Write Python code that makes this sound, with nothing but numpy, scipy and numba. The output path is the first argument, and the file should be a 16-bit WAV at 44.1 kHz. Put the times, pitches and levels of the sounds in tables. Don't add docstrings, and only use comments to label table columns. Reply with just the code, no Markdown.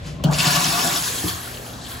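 import sys
import numpy as np
from scipy import signal
from scipy.fft import rfft, irfft
from scipy.io import wavfile
from scipy.ndimage import uniform_filter1d, map_coordinates
from numba import njit

SR = 44100
rng = np.random.default_rng(int(sys.argv[2]) if len(sys.argv) > 2 else 0)


def dump(signal):
    limited = np.clip(np.atleast_2d(signal).T, -1, 1)
    pcm = np.round(limited * 32767).astype(np.int16)
    wavfile.write(sys.argv[1], SR, pcm)


N = 88200
F = np.arange(N // 2 + 1) * SR / N
T = np.arange(N) / SR

# time in seconds, then levels in dB of lower treble, middle, upper treble and top.
RUSH_FLOW = [(0.3, -44, -29, -51, -60), (0.31, -42, -35.5, -50, -55), (0.314, -38, -29, -46, -50),
             (0.322, -37, -36, -41, -46), (0.326, -32, -33, -35, -44), (0.336, -34.5, -37, -30, -46),
             (0.366, -31.5, -36.5, -31.5, -44), (0.384, -28, -33.5, -32.5, -40),
             (0.387, -23.5, -34.5, -22.5, -39), (0.432, -25, -31, -26.5, -35.5),
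             (0.47, -24, -27.5, -24, -36.5), (0.546, -25, -29.5, -24, -35.5),
             (0.564, -21.5, -24.5, -21, -32), (0.584, -26.5, -29, -27, -38),
             (0.606, -26, -29.5, -24, -34.5), (0.876, -26, -28.5, -24, -34),
             (0.9, -26.5, -31, -27.5, -33.5), (0.976, -28, -31.5, -22.5, -34),
             (1.014, -31.5, -35, -28.5, -36), (1.066, -28, -36, -25.5, -34.5),
             (1.114, -31.5, -39, -28.5, -39.5), (1.27, -34.5, -39, -32.5, -36.5),
             (1.284, -31.5, -34.5, -28, -32), (1.35, -37.5, -40, -37.5, -45), (1.502, -43, -46, -39.5, -47),
             (1.724, -45.5, -61, -48, -51), (1.814, -50, -47.5, -42, -61), (1.914, -39, -42.5, -41, -43),
             (2.0, -43, -41, -42.5, -57)]
# frequency in Hz, relative level per Hz in dB.
RUSH_COLOUR = [(250, 0), (370, -5.5), (500, -13), (1000, -3.5), (2000, -6.5), (4000, -4), (5500, -7),
               (7500, -3), (11000, 3), (15000, -6.5)]
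SHARED_FLICKER_DB, SHARED_FLICKER_HZ, OWN_FLICKER_DB, OWN_FLICKER_HZ = 0.46, 14.4, 1.5, 29.89
DROPS_PER_S, DROP_DB, DROP_SCATTER_DB, DROP_CYCLES, DROP_GLIDE = 900, -4.5, 1.5, 22.9, 0.19

# frequency in Hz, width in Hz, level in dB.
SPOUT_MODES = [(592.9, 5.8, -3.5), (697, 37, -4.5), (722.4, 15, -5), (756, 22, -10.5), (793, 15, -5.5),
               (923, 16, -8.5), (1004, 47, -3), (1056, 21, -10.5), (1121, 33, 0), (1181, 30, -4.5),
               (1425, 27, -10.5), (1467, 39, -3.5), (1712, 25, -7), (2260, 51, -6.5), (2583, 49, -3),
               (2790, 37, -10), (3610, 65, -3.5), (4170, 46, -3.5), (4630, 270, -3), (5200, 29, -2),
               (5515, 320, 0.5)]
# frequency in Hz, width in Hz, level in dB.
BOWL_MODES = [(714, 80, -6.5), (1086, 130, -4), (1700, 330, 0), (3260, 120, -0.5), (4190, 160, -5.5),
              (4500, 220, -12)]
SPOUT_DB, BOWL_DB = 23.5, 24
CLOSING_S, CLOSING_SPAN_S = 1, 0.14
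WANDER_HZ, WANDER_MS = 8, 0.501

# start in seconds, peak level in dB, time to fall 60 dB in seconds,
# first and second centre frequency in Hz.
SPLASHES = [(0.312, -24, 0.067, 6900, 8200), (0.333, -16.5, 0.11, 6700, 4930),
            (0.3336, -18, 0.062, 2820, 3700), (0.345, -17, 0.11, 2800, 4700),
            (0.386, -16, 0.046, 2900, 5200), (0.3906, -6.5, .05, 2920, 4650),
            (0.4042, -7, 0.043, 2820, 4800), (0.4175, -17.5, 0.21, 2690, 4660),
            (0.458, -9.5, 0.13, 2800, 5070), (0.551, -13, 0.12, 2980, 3960), (0.506, -12, .07, 3280, 4670),
            (0.615, -12, 0.077, 2720, 3750), (0.6437, -8.5, 0.049, 3070, 5560),
            (0.74, -18, 0.064, 3000, 4200), (0.791, -16, 0.07, 2670, 5300), (0.875, -16, .08, 3370, 5270),
            (0.9598, -11, 0.089, 3420, 5900), (1.037, -20, .09, 3400, 4440),
            (1.0844, -14.5, 0.064, 3520, 4100), (1.18, -19, .09, 3350, 4000),
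            (1.279, -16, 0.16, 3320, 4360), (1.338, -24, 0.071, 3220, 4100),
            (1.543, -27.5, 0.076, 3100, 4380), (1.474, -26, 0.033, 1500, 3000),
            (1.572, -22, 0.037, 2900, 4340), (1.664, -29, 0.061, 3320, 2970),
            (1.698, -29.5, .05, 3600, 2770), (1.734, -33, 0.12, 4100, 3600),
            (1.787, -29.5, 0.11, 3850, 1000), (1.8143, -33, 0.14, 4200, 3900),
            (1.848, -24, 0.051, 3240, 4200), (1.865, -27, 0.12, 3120, 3800),
            (1.895, -31, 0.076, 6300, 4500), (1.917, -24, .05, 3400, 4630), (1.9497, -31, .09, 3180, 3900)]
SPLASH_DB, SPLASH_WIDTH = -13, 0.16

# frequency in Hz, level in dB, time to fall 60 dB in seconds.
PIPE_MODES = [(92, -31, 0.15), (124.5, -9, 0.14), (148.7, 0, 0.36), (175.7, -1.5, 0.28),
              (249.4, -5.5, 0.15), (318, -17, 0.5), (371, -21, 0.59), (580, -9, 0.079), (672, -15, 0.45),
              (773, -18.5, 0.3), (1040, -10.5, 0.068), (1104, -26, 0.1), (1290, -32, 0.15),
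              (1510, -35, 0.09)]
# start in seconds, level in dB, time constant of the push in milliseconds.
PIPE_JOLTS = [(.241, -9.5, 0.55), (0.28, -12, 1.7), (0.383, -16.5, 1.9), (.46, -8.5, 2.5),
              (0.566, -12, 3.6), (0.611, -17.5, 3.4), (0.719, -20.5, 3.2)]
# time in seconds, level of the driving noise in dB.
PIPE_SHAKE = [(0, -69.5), (.07, -64), (.12, -68), (.2, -57), (.235, -77), (.3, -57), (.42, -76),
              (.5, -61.5), (.62, -58), (.7, -64), (.75, -57.5), (.81, -68), (.87, -60), (.93, -67.5),
              (1.2, -78), (1.4, -80)]

# frequency in Hz, width in Hz, level in dB, time to fall 60 dB in seconds.
CLICK_BANDS = [(3140, 700, -30, 0.15), (4270, 560, -30, 0.098), (5900, 4100, -25.5, 0.028),
               (10600, 15000, -26, 0.045), (4800, 8800, -40, 0.48), (1290, 380, -39, 0.18)]
CLICK_S = .2385
RATTLE_DB, RATTLE_T60_S, RATTLE_HZ = -33, 0.79, 750

# start in seconds, level in dB, starting pitch in Hz,
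# ring length in cycles, share by which the pitch glides over that length.
GULPS = [(0.199, -26, 1080, 16, -0.054), (.239, -16.5, 590, 10.6, -0.14), (.24, -20.5, 1100, 15, -0.039),
         (.268, -21, 770, 21, -0.041), (.286, -21, 1450, 14, 0.16), (.288, -16, 660, 17, 0.0019),
         (.295, -15, 842, 18, 0.066), (0.309, -21, 1060, 16, -0.046), (.327, -22, 642, 30, 0.028),
         (0.349, -29, 1177, 44, -0.072), (0.456, -27, 1123, 44, -0.059), (0.531, -18, 1720, 93, .005),
         (.552, -14, 1133, 52, -0.01), (.61, -21, 1125, 89, -0.015), (.6, -23, 714, 45, 0.02),
         (.73, -18.5, 690.5, 89, 0.1), (0.771, -21, 1130, 35, 0.16), (.845, -13.5, 696, 39, 0.015),
         (1.224, -27, 1210, 10, -0.19), (1.229, -23.5, 900, 12.7, -0.47), (1.245, -30, 1070, 14, .05)]
# frequency in Hz, level in dB, time to fall 60 dB in seconds.
VALVE_MODES = [(82.3, -2, 0.3), (107, -6.5, 0.22), (173.4, -5, 0.25), (313, 3, 0.18), (374, -0.5, 0.065),
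               (458, -1, 0.054)]
# start in seconds, level in dB.
CLOSING_THUDS = [(1.238, -18), (1.255, -21), (1.282, -28), (1.329, -30)]

RUSTLE_S, RUSTLE_DB, RUSTLE_RISE_S, RUSTLE_FALL_S, RUSTLE_HZ = 0.072, -38.5, 0.025, 0.052, 3440
# time in seconds, level in dB.
GRIP_RUMBLE = [(0, -30.5), (.07, -37), (.16, -35.5), (.24, -30), (.34, -34), (.5, -45), (.7, -46)]
GRIP_HZ = 63

# frequency in Hz, relative level per Hz in dB.
AIR_COLOUR = [(25, -56), (55, -2.5), (150, -2), (300, -12), (700, -12.5), (2000, -20), (5000, -27.5),
              (11000, -36), (15000, -72)]
AIR_DB, AIR_FLICKER_DB = -40.5, 4
# frequency in Hz, rms level in dB.
HUM_TONES = [(120, -43.5), (243, -49)]

# frequency in Hz, lead in half turns.
PORT_LEAD = [(0, 0), (520, 0), (1200, -.3), (2100, .1), (6200, .1), (7000, 0), (15300, -4), (21525, -7)]
# frequency in Hz, room against direct sound in dB, left minus right in dB.
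PORT_BALANCE = [(40, -9, 0.5), (137, -19.5, 0.5), (285, -4.5, 2.5), (710, -4.5, 1.5), (1560, 0.5, 1),
                (2440, -6.5, 2.5), (6500, -6.5, 4), (6760, -19, -2), (15900, -13, 1)]
ROOM_T60_S = 0.17
BASS_CUT_HZ, TOP_HZ = 38, 15750


def water():
    opening = np.clip((T - RUSH_FLOW[0][0]) / 0.0032, 0, 1)
    return (rush() + spout_and_bowl()) * opening + splashes()


def rush():
    out = 0
    shared = walk(SHARED_FLICKER_HZ)
    centres = 250 * 2 ** np.arange(0, 6.1, 1 / 4)
    for hz in centres:
        db = flow_db(hz) + colour(RUSH_COLOUR, hz) + 10 * np.log10(hz / 5)
        db = db + SHARED_FLICKER_DB * shared + OWN_FLICKER_DB * walk(OWN_FLICKER_HZ)
        count = int(DROPS_PER_S * N / SR * hz / centres.sum()) + 4
        falling = level(drops(hz, count), DROP_DB)
        out = out + undb(db) * (band(hz, hz / 4) + falling)
    return out


def drops(hz, count):
    when, how_big, pitch = rng.random((1000, 3))[:count].T
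    start = (when * N).astype(np.int64)
    size = undb(np.minimum(-DROP_SCATTER_DB * np.log(how_big), 9))
    return plinks(start, hz * 2 ** (pitch / 4 - 1 / 8), size, 1. * DROP_CYCLES, 1. * DROP_GLIDE, N)


def flow_db(hz):
    levels = np.array([curve(RUSH_FLOW, k) for k in (2, 1, 3, 4)])
    per_hz = levels - 10 * np.log10([[800], [2400], [3600], [2600]])
    place = np.interp(np.log(hz), np.log([900, 2200, 3800, 5200, 7500, 11000]), [0, 1, 1, 2, 2, 3])
    weights = np.clip(1 - np.abs(place - np.arange(4)), 0, 1)
    return weights @ per_hz


def spout_and_bowl():
    shut = .5 + .5 * np.tanh((T - CLOSING_S) / CLOSING_SPAN_S)
    spout = (1 - shut) * undb(SPOUT_DB) * resonances(SPOUT_MODES)
    return spout + shut * undb(BOWL_DB) * resonances(BOWL_MODES)


def resonances(rows):
    out = 0
    for hz, width, db in rows:
        loudness = undb(flow_db(hz) + db + OWN_FLICKER_DB * walk(OWN_FLICKER_HZ))
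        tone = band(hz, width)
        moved = np.arange(N) + WANDER_MS * SR / 1000 * walk(WANDER_HZ)
        out = out + loudness * map_coordinates(tone, [moved], order=3, mode="mirror")
    return out


def splashes():
    out = 0
    for s, db, t60, *centres in SPLASHES:
        for hz in centres:
            out = out + undb(db + SPLASH_DB) * fade(s, t60) * band(hz, hz * SPLASH_WIDTH)
    return out


def supply_pipe():
    jolts = sum(blow(*row) for row in PIPE_JOLTS)
    shaking = undb(curve(PIPE_SHAKE)) * rng.standard_normal(N)
    return ring(jolts + shaking, PIPE_MODES)


def lever():
    click = sum(undb(db) * fade(CLICK_S, t60) * band(hz, width) for hz, width, db, t60 in CLICK_BANDS)
    unsteady = undb(RATTLE_DB + 7.2 * walk(67.6))
    return click + unsteady * fade(CLICK_S, RATTLE_T60_S) * band(RATTLE_HZ, 930)


def gulps():
    out = 0
    for s, db, hz, cycles, glide in GULPS:
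        start, pitch = np.array([int(s * SR)]), np.array([1. * hz])
        out = out + plinks(start, pitch, undb([db]), 1. * cycles, 1. * glide, N)
    return out


def closing_valve():
    return ring(sum(blow(s, db, 1.0) for s, db in CLOSING_THUDS), VALVE_MODES)


def hand():
    span = np.where(T < RUSTLE_S, RUSTLE_RISE_S, RUSTLE_FALL_S)
    swell = np.exp(-np.abs((T - RUSTLE_S) / span))
    swish = undb(RUSTLE_DB) * swell * band(RUSTLE_HZ, 9400)
    return swish + undb(curve(GRIP_RUMBLE)) * band(GRIP_HZ, 64)


def ventilation():
    out = 0
    for hz in 30 * 2 ** np.arange(0, 9.1, .5):
        db = colour(AIR_COLOUR, hz) + 10 * np.log10(hz) + AIR_FLICKER_DB * walk(5.58)
        out = out + undb(db) * band(hz, hz / 2)
    return level(out, AIR_DB)


def mains_hum():
    return sum(level(np.sin(2 * np.pi * hz * T + 0.99 * walk(3.44)), db) for hz, db in HUM_TONES)


def undb(db):
    return 10 ** (np.asarray(db) / 20)


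def level(x, db):
    return x * undb(db) / np.sqrt(np.mean(x ** 2))


def curve(rows, col=1):
    return np.interp(T, np.array(rows)[:, 0], np.array(rows)[:, col])


def colour(rows, hz, col=1):
    return np.interp(np.log(hz + 1), np.log(np.array(rows)[:, 0]), np.array(rows)[:, col])


def band(hz, width_hz):
    bell = np.exp(-2 * ((F - hz) / width_hz) ** 2)
    return level(irfft(rfft(rng.standard_normal(N)) * bell, N), 0)


def walk(rate_hz):
    k = int(SR / rate_hz)
    steps = np.repeat(rng.standard_normal(N // 100), k)[:N]
    smooth = uniform_filter1d(uniform_filter1d(steps, k), k)
    return smooth / smooth.std()


def fade(s, t60):
    return (T > s) * undb(-60 * np.maximum(T - s, 0) / t60)


def blow(s, db, ms):
    shape = fade(s, ms * np.log(1000) / 1000)
    return undb(db) * shape / shape.sum()


def ring(push, modes):
    out = 0
    for k, (hz, db, t60) in enumerate(modes):
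        pole = np.exp(2j * np.pi * hz / SR - np.log(1000) / (t60 * SR))
        out = out + (-1) ** k * undb(db) * signal.lfilter([1], [1, -pole], push).imag
    return out


@njit
def plinks(start, hz, size, cycles, glide, n):
    out = np.zeros(n)
    for k in range(len(start)):
        phase, length = 0., cycles * SR / hz[k]
        for i in range(min(int(2 * length), n - start[k])):
            phase += 2 * np.pi * hz[k] * (1 + glide * i / length) / SR
            swell = 1 - np.exp(-6 * i / length)
            out[start[k] + i] += size[k] * swell * np.exp(-3 * i / length) * np.sin(phase)
    return out


def scene():
    flush = water() + supply_pipe() + lever() + gulps() + closing_valve()
    direct = rfft(flush + hand() + ventilation() + mains_hum())
    walls = rfft(rng.standard_normal(N) * undb(-60 * T / ROOM_T60_S))
    walls /= np.sqrt(uniform_filter1d(np.abs(walls) ** 2, size=60))
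    lead = np.interp(F, *np.array(PORT_LEAD).T) * np.pi / 2
    sign = np.array([[1], [-1]])
    ports = np.exp(1j * sign * lead) + sign * undb(colour(PORT_BALANCE, F)) * walls
    balance = undb(sign * colour(PORT_BALANCE, F, col=2) / 2)
    return irfft(direct * ports * balance, N)


def record(dry):
    bass_cut = signal.butter(4, BASS_CUT_HZ, "high", fs=SR, output="sos")
    top_cut = signal.ellip(10, .2, 80, TOP_HZ, fs=SR, output="sos")
    return signal.sosfilt(top_cut, signal.sosfilt(bass_cut, dry))


dry = scene()
out = record(dry)
dump(out)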